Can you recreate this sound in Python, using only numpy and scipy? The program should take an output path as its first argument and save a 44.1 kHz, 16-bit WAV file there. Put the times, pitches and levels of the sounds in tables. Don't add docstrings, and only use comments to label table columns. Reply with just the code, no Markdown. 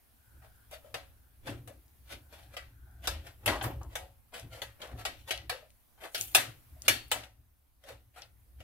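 import sys
import numpy as np
from scipy import signal
from scipy.fft import rfft, irfft, next_fast_len
from scipy.io import wavfile
from scipy.ndimage import uniform_filter1d

SR = 44100
rng = np.random.default_rng(int(sys.argv[2]) if len(sys.argv) > 2 else 0)


def put_to_file(sound):
    columns = np.atleast_2d(sound).T
    safe = np.clip(columns, -1, 1)
    whole_steps = np.round(safe * 32767)
    wavfile.write(sys.argv[1], SR, whole_steps.astype(np.int16))


def gain_from_db(level_db):
    decades = np.asarray(level_db, float) / 20
    return 10 ** decades


N = 380583
SWING_DB = 22


def evened(x):
    return x / np.sqrt(np.mean(x ** 2) + 1e-20)


def read(points, hz):
    f, value = np.transpose(points)
    return np.interp(np.log(hz + 1), np.log(f + 1), value)


def add(mix, s, sound):
    part = mix[..., round(s * SR):][..., :sound.shape[-1]]
    part += sound[..., :part.shape[-1]]


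def resonate(x, hz, width_hz):
    b, a = signal.iirpeak(hz, hz / width_hz, SR)
    return signal.lfilter(b, a, signal.lfilter(b, a, x))


def causal(points):
    hz = np.linspace(0, SR / 2, 1025)
    return signal.minimum_phase(signal.firwin2(1023, hz, gain_from_db(2 * read(points, hz)) + 1e-9, fs=SR))


BAND_HZ = (3500, 700, 1600, 9000)


def bands(x, span):
    size = next_fast_len(x.shape[-1] + 512)
    octave = np.log2(np.fft.rfftfreq(size, 1 / SR) + 1)
    bells = np.exp(-3 * (octave - np.log2(BAND_HZ)[:, None]) ** 2) + 1e-30
    weights = (bells / bells.sum(0))[:, None]
    parts = irfft(rfft(x, size) * weights, size)[..., :x.shape[-1]]
    return parts / np.sqrt(np.mean(parts[..., :span] ** 2, axis=(1, 2), keepdims=True))


# frequency in Hz, level in dB per Hz.
STEEL_COLOUR = [(150, -24.5), (300, -17.5), (500, 0.5), (800, 1), (1000, -6.5), (1400, 1), (2000, -1.5),
                (3500, -6.5), (4500, -10), (5200, -11), (8000, -2), (12000, -1.5), (15700, -12)]
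# frequency in Hz, t60 in seconds.
HISS_DECAY = [(200, 0.22), (530, 0.26), (1400, 0.26), (3700, 0.26), (9700, 0.21)]
# frequency in Hz, level in dB, t60 in seconds.
GRATER_MODES = [(342, -12, 0.36), (517, -4.5, 0.076), (551, -2, 0.35), (643, -2, 0.045), (739, -3, 0.45),
                (1168, -6.5, 0.049), (1310, -6, 0.2), (1710, -0.5, 0.061), (1870, -2.5, 0.6),
                (1953, -5, 0.3), (2760, -9.5, 0.25), (3085, 2, 0.079), (3480, -5, 0.084), (3560, -5, 0.03),
                (4017, -16, 0.067), (4200, -15, 0.05), (4400, -9, 0.22), (6100, -18, 0.26),
                (7450, -20.5, 0.057), (8200, -19.5, 0.6), (10520, -30, 0.23), (11000, -7.5, 0.12)]
# frequency in Hz, share heard differently at each port.
APART = [(250, 0.071), (600, 0.29), (1200, 0.61), (2500, 0.73), (9000, 0.93)]


def steel(stretch, modes_db, scatter_db, crack_db):
    hz, t = np.fft.rfftfreq(128, 1 / SR), np.arange(-1, 500) * 32 / SR
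    shared, own = signal.stft(rng.standard_normal((2, 2, 16000)), nperseg=128, noverlap=96)[2]
    apart = np.clip(read(APART, hz), 0, 1)[:, None]
    z = np.sqrt(1 - apart) * shared[0] + np.sqrt(apart) * own
    z *= gain_from_db(-60 * np.maximum(t, 0) / read(HISS_DECAY, hz)[:, None] / stretch)
    hiss = signal.istft(z, nperseg=128, noverlap=96)[1][:, :16000]
    t = np.arange(16000) / SR
    cracked = hiss * (1 + gain_from_db(crack_db) * np.exp(-t / 0.014))
    hiss = signal.oaconvolve(cracked, causal(STEEL_COLOUR)[None], axes=1)[:, :16000]

    f, db, t60 = np.transpose(GRATER_MODES)[:, :, None]
    chance = rng.standard_normal((3, 2, len(f), 1))
    phase = 2.6 * chance[2] * np.clip(read(APART, f), 0, 1)
    f = f * (1 + .003 * chance[0, 0])
    fall_db = 60 * t / np.minimum(t60, .25) / stretch
    waves = np.sin(np.float32(2 * np.pi * f * t + phase))
    modes = (gain_from_db(db + scatter_db * chance[1, 0] - fall_db) * waves).sum(1)
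    return evened(evened(hiss) + gain_from_db(modes_db) * evened(modes)) / np.sqrt(16000)


# hardest moment in seconds, pressure in dB, rise in seconds, fall in seconds, dullness in dB.
STROKES = [(.436, -70, 0.018, 0.1, 9.5), (.734, -49.5, 0.021, 0.066, -4), (.872, -67, 0.06, 0.08, 3),
           (1.485, -47, 0.033, 0.088, 2.5), (2.127, -45, 0.043, 0.056, -2), (2.338, -57, 0.029, 0.16, 0),
           (2.44, -61.5, 0.063, 0.064, -8), (3.271, -56, 0.057, 0.087, 1), (3.489, -42, 0.011, 0.13, 8),
           (3.65, -47, 0.036, 0.084, 5), (4.352, -48, 0.0195, 0.12, -0.5),
           (4.541, -49, 0.0265, 0.071, -1.5), (4.83, -54.5, 0.031, 0.13, 9),
           (4.999, -50, 0.033, 0.072, 2.5), (5.2, -62.5, 0.082, 0.12, -13),
           (6.048, -48.5, 0.049, 0.056, 5.5), (6.19, -53, .03, 0.19, -11.5), (7.246, -58.5, .04, 0.045, 0),
           (7.896, -55, 0.058, .1, 1.5), (8.175, -52.5, 0.022, 0.078, 1.5), (8.227, -60, 0.035, 0.062, 1.5),
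           (8.608, -64, 0.019, 0.11, 2.5)]
# slip in seconds, pressure in dB, rise in seconds, dullness in dB.
RUN_UPS = [(2.558, -57.5, 0.062, 2), (3.066, -45.5, .035, 1), (3.452, -68, 0.054, 9.5),
           (3.945, -56, 0.045, 3), (4.605, -59, 0.07, 6.5), (5.303, -42, 0.026, -3), (6.14, -65.5, .04, 2),
           (6.341, -61.5, 0.049, -4), (6.875, -49, .045, -1)]
# hardest moment in seconds, level in dB, rise in seconds, fall in seconds.
SKIDS = [
    (3.636, -38, 0.0033, 0.029),
    (6.21, -43, .09, 0.17),
    (6.84, -64.5, .02, 0.1015),
    (3.47, -44.5, .006, 0.054),
]
SKID_SHARES_DB = (-12., -29, -25., 1.2)


def rasps():
    teeth_per_s, let_go_s = 1500, 0.003
    size_db = 3.5 * np.minimum(rng.exponential(1, N), 4)
    slips = rng.choice([-1., 1.], N) * gain_from_db(size_db) * (rng.random(N) < teeth_per_s / SR)
    clumps_db = 2.5 * evened(uniform_filter1d(rng.standard_normal(N), 300))
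    slips = evened(slips * gain_from_db(clumps_db))
    out = np.zeros((2, N))
    rows = STROKES + [(s, db, rise, let_go_s, dull) for s, db, rise, dull in RUN_UPS]
    rows = rows + [(*row, None) for row in SKIDS]
    for s, db, rise, fall, dull_db in rows:
        t = np.arange(-2 * rise, min(2 * fall, (N - 2) / SR - s), 1 / SR)
        start = s + t[0]
        pressure = gain_from_db(db - SWING_DB * np.maximum(-t / rise, t / fall))
        force = pressure * slips[round(start * SR):][:len(t)]
        if dull_db is None:
            shares_db = SKID_SHARES_DB
        else:
            shares_db = [0, dull_db, -2 + 0.73 * dull_db, -3 + .1 * dull_db]
        ring = steel(stretch=.55, modes_db=-12, scatter_db=3.5, crack_db=-10.0)
        parts = bands(ring, span=16000) / np.sqrt(16000)
        answer = (gain_from_db(shares_db)[:, None, None] * parts).sum(0)
        add(out, start - .011, signal.fftconvolve(answer, force[None], axes=1))
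    return out


# start in seconds, blow in dB, dullness in dB, fizz in dB.
CLACKS = [(0.7107, -61, 8, 14), (0.9413, -32, -2, -6), (1.4743, -41.5, 4.5, -14), (1.674, -50, 2, 5),
          (2.5662, -34.5, -2, -7.5), (3.0719, -22.5, -7.5, -3.5), (3.459, -24, -7, 1.5),
          (3.477, -23, -1, -7.5), (3.6105, -34, 3, -29), (3.6371, -40.5, 9, 2.5), (3.8126, -66, 12, 2),
          (3.9535, -31.5, -1.5, -0.5), (4.617, -31, -5.5, -6), (4.816, -36.5, -16, -11),
          (5.0508, -27.5, -3, -4), (5.3064, -23, -9.5, -9), (5.4945, -27, -3, -4),
          (6.1454, -26, -10.5, -3.5), (6.3475, -11, -8.5, 0), (6.88, -12, -11.5, -2), (7.1142, -20, -8, -2),
          (7.837, -54, -1, -3), (7.8875, -49, 4, -2), (8.6026, -49, -5.5, -9)]


def clacks():
    out, t = np.zeros((2, N)), np.arange(2000) / SR
    rattle_s, landing_s = 0.0033, 0.00046
    highpass = signal.butter(2, 330, "high", fs=SR, output="sos")
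    for s, db, body_db, fizz_db in CLACKS:
        contacts = 0.89 * rng.standard_normal(2000) * (rng.random(2000) < .12) * np.exp(-t / rattle_s)
        contacts[40] = 2.2
        contacts *= np.minimum(t / landing_s, 1)
        ring = steel(stretch=1.161, modes_db=-12.5, scatter_db=3.0, crack_db=6.5)
        early = np.exp(-(np.arange(ring.shape[1]) / SR / .07) ** 2)
        blow = signal.fftconvolve(early * ring, contacts[None], axes=1)
        add(blow, .004, np.linalg.norm(contacts) * np.sqrt(1 - early ** 2) * ring)
        parts = bands(signal.sosfilt(highpass, blow), span=600)
        shares_db = np.array([0, body_db, -2 + 0.63 * body_db, fizz_db])
        add(out, s, (gain_from_db(db - 8.5 + shares_db)[:, None, None] * parts).sum(0))
    return out


# start in seconds, pitch in Hz, level in dB, t60 in seconds.
RINGS = [(6.882, 1700, -28, .22), (6.882, 3350, -26, .06), (6.882, 4450, -35, .35), (6.882, 2700, -35, .15),
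         (6.882, 11900, -40, .2), (6.882, 7390, -40, .16), (7.116, 490, -37.5, 0.16),
         (7.116, 1308, -41, 0.23), (7.116, 4370, -47, .2), (7.116, 5852, -51, 0.38),
         (7.116, 12000, -44, .11), (6.35, 764, -30, .1), (6.35, 3080, -30, .13), (6.35, 4370, -36, .2),
         (6.35, 8037, -38, .2), (6.35, 9200, -38, .11), (6.146, 1500, -42, 0.17), (6.146, 4400, -50, .2),
         (3.495, 11000, -43.5, .1), (3.462, 3100, -40, .08), (5.308, 3000, -42, 0.22),
         (5.308, 10600, -42, .15), (5.377, 1980, -53, .25), (5.498, 1800, -48, 0.28),
         (4.345, 3000, -49, .1), (4.545, 1800, -52, .12), (6.045, 1950, -58, .2), (.943, 1800, -44, 0.087),
         (5.053, 3450, -43, .1), (4.62, 3900, -50, .08)]


def rings():
    out, t = np.zeros((2, N)), np.arange(12000) / SR
    for s, hz, db, t60 in RINGS:
        a, b = rng.uniform(0, 2 * np.pi, (2, 2, 1))
        upper_hz = hz * 1.01
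        pair = np.sin(2 * np.pi * hz * t + .4 * a) + .6 * np.sin(2 * np.pi * upper_hz * t + b)
        wobble_db = 2.5 * evened(uniform_filter1d(rng.standard_normal(12000), 500))
        add(out, s, gain_from_db(db + wobble_db - 60 * t / t60) * np.minimum(t / .002, 1) * pair)
    return out


# start in seconds, level in dB, dull share in dB.
TICKS = [(0.5597, -64, -19), (2.911, -70, -7), (4.3961, -43.5, -5), (4.8734, -56, -14), (5.3759, -46, 6),
         (5.7036, -60, 0), (1.88, -66, -7), (3.832, -50, -20), (6.179, -37, -5), (6.2105, -23, -13.5),
         (6.8197, -37, -15), (8.2193, -60.5, 18)]


def ticks():
    out, t = np.zeros((2, N)), np.arange(3000) / SR
    lead_s = .0008
    soft_lowpass = signal.butter(2, 8500, fs=SR, output="sos")
    for s, db, dull_db in TICKS:
        snap = rng.standard_normal((2, 3000)) * (np.exp(-t / .0006) + gain_from_db(-20) * np.exp(-t / .018))
        snap = signal.sosfilt(soft_lowpass, snap)
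        middle, _, _, bright = bands(snap[0] + .5 * snap, span=60)
        add(out, s + lead_s, gain_from_db(db - 0.5) * (bright + gain_from_db(dull_db) * middle))
    return out


# start in seconds, level in dB, centre in Hz, width in Hz, length in seconds.
GRITS = [(3.476, -31, 900, 1400, .07), (3.51, -35, 700, 1005, .06), (3.612, -45, 2000, 2500, .02),
         (3.638, -38, 800, 1100, 0.046), (3.70, -50, 1200, 1600, 0.046), (3.807, -48, 750, 1000, .045),
         (4.318, -56, 703, 600, 0.094), (4.621, -47, 520, 400, .03), (4.885, -55.5, 1000, 1200, 0.063),
         (4.95, -56, 600, 600, .05), (5.055, -44, 560, 500, .035), (0.841, -67, 397, 400, 0.054),
         (0.949, -46, 650, 400, .025), (1.676, -57, 900, 1000, 0.043), (7.886, -56, 1000, 1400, 0.039),
         (7.08, -56, 11000, 6000, .012), (7.236, -53, 3000, 2000, .015), (5.516, -43, 1500, 2000, 0.046),
         (5.976, -62.5, 650, 500, .05), (6.025, -58, 650, 500, .04), (6.347, -18, 4200, 3000, .012),
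         (6.347, -20, 12500, 7000, .01), (6.35, -31, 1500, 900, .05), (6.341, -42, 4000, 6000, .01),
         (6.8805, -21, 2600, 2500, .012), (7.107, -44, 3000, 5000, .01), (7.115, -41, 700, 700, .04),
         (3.476, -31, 2200, 1800, .04), (3.64, -46, 4500, 4000, .02), (7.89, -53, 650, 400, .04),
         (8.17, -58, 700, 500, .05), (6.19, -44, 13500, 5000, .12), (3.636, -44, 13000, 5000, .05),
         (1.47, -50, 600, 500, .06), (1.48, -54, 3000, 500, .05), (2.115, -56, 600, 400, .05),
         (.728, -60, 3300, 500, .03)]


def grits():
    out, t = np.zeros((2, N)), np.arange(8000) / SR
    grains_per_s = 900
    for s, db, hz, width_hz, length_s in GRITS:
        bursts = (rng.random(8000) < grains_per_s / SR) * rng.exponential(1, 8000)
        grains = rng.standard_normal(8000) * (.3 + bursts)
        echo = rng.standard_normal((3, 300)) * np.exp(-t[:300] / 0.0017)
        grit = signal.fftconvolve(grains[None], echo[0] + .6 * echo[1:], axes=1)[:, :8000]
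        shape = np.minimum(t / (.15 * length_s), 1) * gain_from_db(-SWING_DB * t / (2 * length_s))
        add(out, s, gain_from_db(db) * shape * evened(resonate(grit, hz, width_hz)))
    return out


# start in seconds, level in dB, pitch in Hz, length in seconds.
THUDS = [(.72, -44.5, 610, 0.037), (1.684, -49.5, 560, 0.037), (6.352, -31.5, 726, 0.027),
         (0.842, -53.5, 580, .07), (2.378, -68, 750, .15), (3.49, -46, 1260, .05), (3.65, -52, 600, .04),
         (2.866, -68, 750, .1), (2.977, -70, 700, .05), (4.884, -55, 700, .1), (5.509, -44.5, 512, 0.064),
         (5.62, -57.5, 610, 0.046), (6.76, -62.5, 650, 0.039), (7.845, -53, 543, 0.022),
         (7.895, -48, 514, 0.037), (8.16, -55, 1340, 0.05), (8.46, -78.5, 547, .08),
         (8.604, -53.5, 594, 0.034)]


def thuds():
    out, t = np.zeros((2, N)), np.arange(8000) / SR
    for s, db, hz, length_s in THUDS:
        push = rng.standard_normal((3, 8000))
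        shape = np.minimum(t / 0.0055, 1) * gain_from_db(-SWING_DB * t / (2 * length_s))
        add(out, s, gain_from_db(db) * shape * evened(resonate(push[0] + .5 * push[1:], hz, 0.19 * hz)))
    return out


# start in seconds, end in seconds, level in dB.
CREEPS = [
    (0.162, 0.726, -72),
    (1.0, 1.42, -79),
    (2.197, 2.55, -73.5),
    (2.686, 3.06, -71.5),
    (6.544, 6.818, -99),
]


def creep():
    t, level = np.arange(N) / SR, np.zeros(N)
    for start, end, db in CREEPS:
        level += gain_from_db(db) * np.sin(np.pi * np.clip((t - start) / (end - start), 0, 1)) ** .5
    grain = gain_from_db(1.3 * evened(uniform_filter1d(rng.standard_normal(N), 800)))
    return level * grain * evened(resonate(rng.standard_normal((2, N)), hz=1500, width_hz=300))


# frequency in Hz, width in Hz.
TABLE_MODES = [
    (62, 29),
    (110, 21.4),
    (290, 156),
]
# time in seconds, level in dB.
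LEAN = [(0.0, -82), (0.33, -65), (2.43, -60), (3.0, -52.5), (3.41, -64), (3.75, -43), (4.2, -70.5),
        (5.14, -62.5), (5.43, -52), (5.84, -78.5), (6.27, -69.5), (6.63, -72.5), (6.87, -57), (7.11, -74),
        (7.69, -71), (8.63, -60)]
LEAN_SHARE_DB = (-1.1, -9.5, -21.5)
# peak in seconds, low mode in dB, upper mode in dB, plate in dB.
JOLTS = [(.36, -60, -59.5, -72), (.96, -64, -58.5, -64), (1.494, -51, -40, -43), (1.56, -63, -51, -80),
         (1.68, -81, -80, -59), (2.139, -62, -59, -58), (2.48, -60, -58.5, -74), (3.1, -42.5, -69, -57),
         (3.17, -51, -63, -65), (3.24, -65, -55.5, -67), (3.492, -39, -37, -38), (3.658, -51, -40.5, -41.5),
         (3.85, -53, -57, -60.5), (4.04, -56.5, -61.5, -75), (4.45, -53, -45.5, -58),
         (4.64, -58.5, -64, -66), (4.93, -48.5, -44, -53), (5.1, -58.5, -64, -58),
         (5.43, -66, -60.5, -63.5), (6.2, -70, -57.5, -60), (6.3, -56, -80, -78.5),
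         (6.389, -73, -51, -46.5), (6.49, -66.5, -52.5, -68), (6.73, -53, -66.5, -79),
         (6.9, -54, -45.5, -43.5), (7.07, -57, -74.5, -79), (7.16, -55, -54, -53.5),
         (7.399, -60.5, -69, -84), (7.93, -63, -61, -69), (8.601, -57, -72.5, -73)]
JOLT_RISE_DB_PER_S = (249.5, 500, 500)
JOLT_FALL_DB_PER_S = (113, 122, 172.5)


def table():
    t, out = np.arange(0, N, 64) / SR, np.zeros((2, N))
    s, *jolts_db = np.transpose(JOLTS)[:, :, None]
    lean_db = np.interp(t, *np.transpose(LEAN))
    for k, ((hz, width_hz), apart) in enumerate(zip(TABLE_MODES, (.1, .15, .5))):
        away_db = np.maximum(JOLT_RISE_DB_PER_S[k] * (s - t), JOLT_FALL_DB_PER_S[k] * (t - s))
        force = gain_from_db(lean_db + LEAN_SHARE_DB[k]) + gain_from_db(jolts_db[k] - away_db).sum(0)
        push = rng.standard_normal((2, N))
        drone = evened(resonate(push[0] + apart * push, hz, width_hz))
        out += np.interp(np.arange(N) / SR, t, force) * drone
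    return out


# frequency in Hz, level in dB per Hz.
AIR = [(12, -41), (20, 3.5), (79, -6.5), (160, -21), (230, -12), (372, -24.5), (772, -20.5), (1140, -24),
       (5070, -31), (7300, -32.5), (11100, -24), (15200, -24), (16500, -34)]
# frequency in Hz, correlation.
SAME = [(60, 0.37), (240, -0.21), (950, 0.15), (3770, 0.093), (15000, 0.37)]
# frequency in Hz, depth in dB.
PATCHY = [(30, 4), (150, 1), (3000, 1.3), (15000, 1.5)]
# time in seconds, level in dB.
AIR_DRIFT = [(0, 1), (.9, 3), (1.25, 0), (2.3, 2.5), (2.8, -1), (3.7, 3), (4.22, -1.5), (4.6, 2), (5.85, 0),
             (6.6, 4.5), (7.1, 3), (7.3, -4.5), (7.74, -5.5), (8.63, -1.1)]


def air():
    frames, hz = N // 256 + 5, np.fft.rfftfreq(1024, 1 / SR)
    a, b, c, d, patches = rng.standard_normal((frames, 513, 5)).T
    patches = evened(uniform_filter1d(uniform_filter1d(patches, 12, 0), 14, 1))
    same = np.clip(read(SAME, hz), -1, 1)[:, None]
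    left = a + 1j * b
    z = np.array([left, same * left + np.sqrt(1 - same ** 2) * (c + 1j * d)])
    drift_db = np.interp(np.arange(frames) * 256 / SR, *np.transpose(AIR_DRIFT))
    z *= gain_from_db(read(AIR, hz)[:, None] + read(PATCHY, hz)[:, None] * patches + drift_db)
    return gain_from_db(-64.5) * evened(signal.istft(z, nperseg=1024, noverlap=768)[1][:, :N])


# frequency in Hz, left over right in dB.
LEFT_DB = [(60, -6.5), (250, 1.5), (550, 3), (1650, 3), (5500, 3.5), (15000, 0)]


def ports(x):
    size, lag_s = next_fast_len(N), 3 / SR
    hz = np.fft.rfftfreq(size, 1 / SR)
    half = gain_from_db(read(LEFT_DB, hz) / 2) * np.exp(-1j * np.pi * hz * lag_s)
    return irfft(rfft(x, size) * np.array([half, 1 / half]), size)[:, :N]


def scene():
    grater = rasps() + clacks() + rings() + ticks() + grits() + thuds() + creep()
    return ports(grater) + table() + air()


def roll_off(x):
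    return signal.sosfilt(signal.butter(12, 16850, fs=SR, output="sos"), x)


def record(dry):
    edge_hz, top_hz, leak_db = 15850, 16750, -32
    limited = .95 * np.tanh(dry / .95)
    low, wide = (signal.oaconvolve(limited, signal.firwin(255, hz, window=("kaiser", 9), fs=SR)[None], "same")
                 for hz in (edge_hz, top_hz))
    return roll_off(low + gain_from_db(leak_db) * (wide - low))


dry = scene()
out = record(dry)
put_to_file(out)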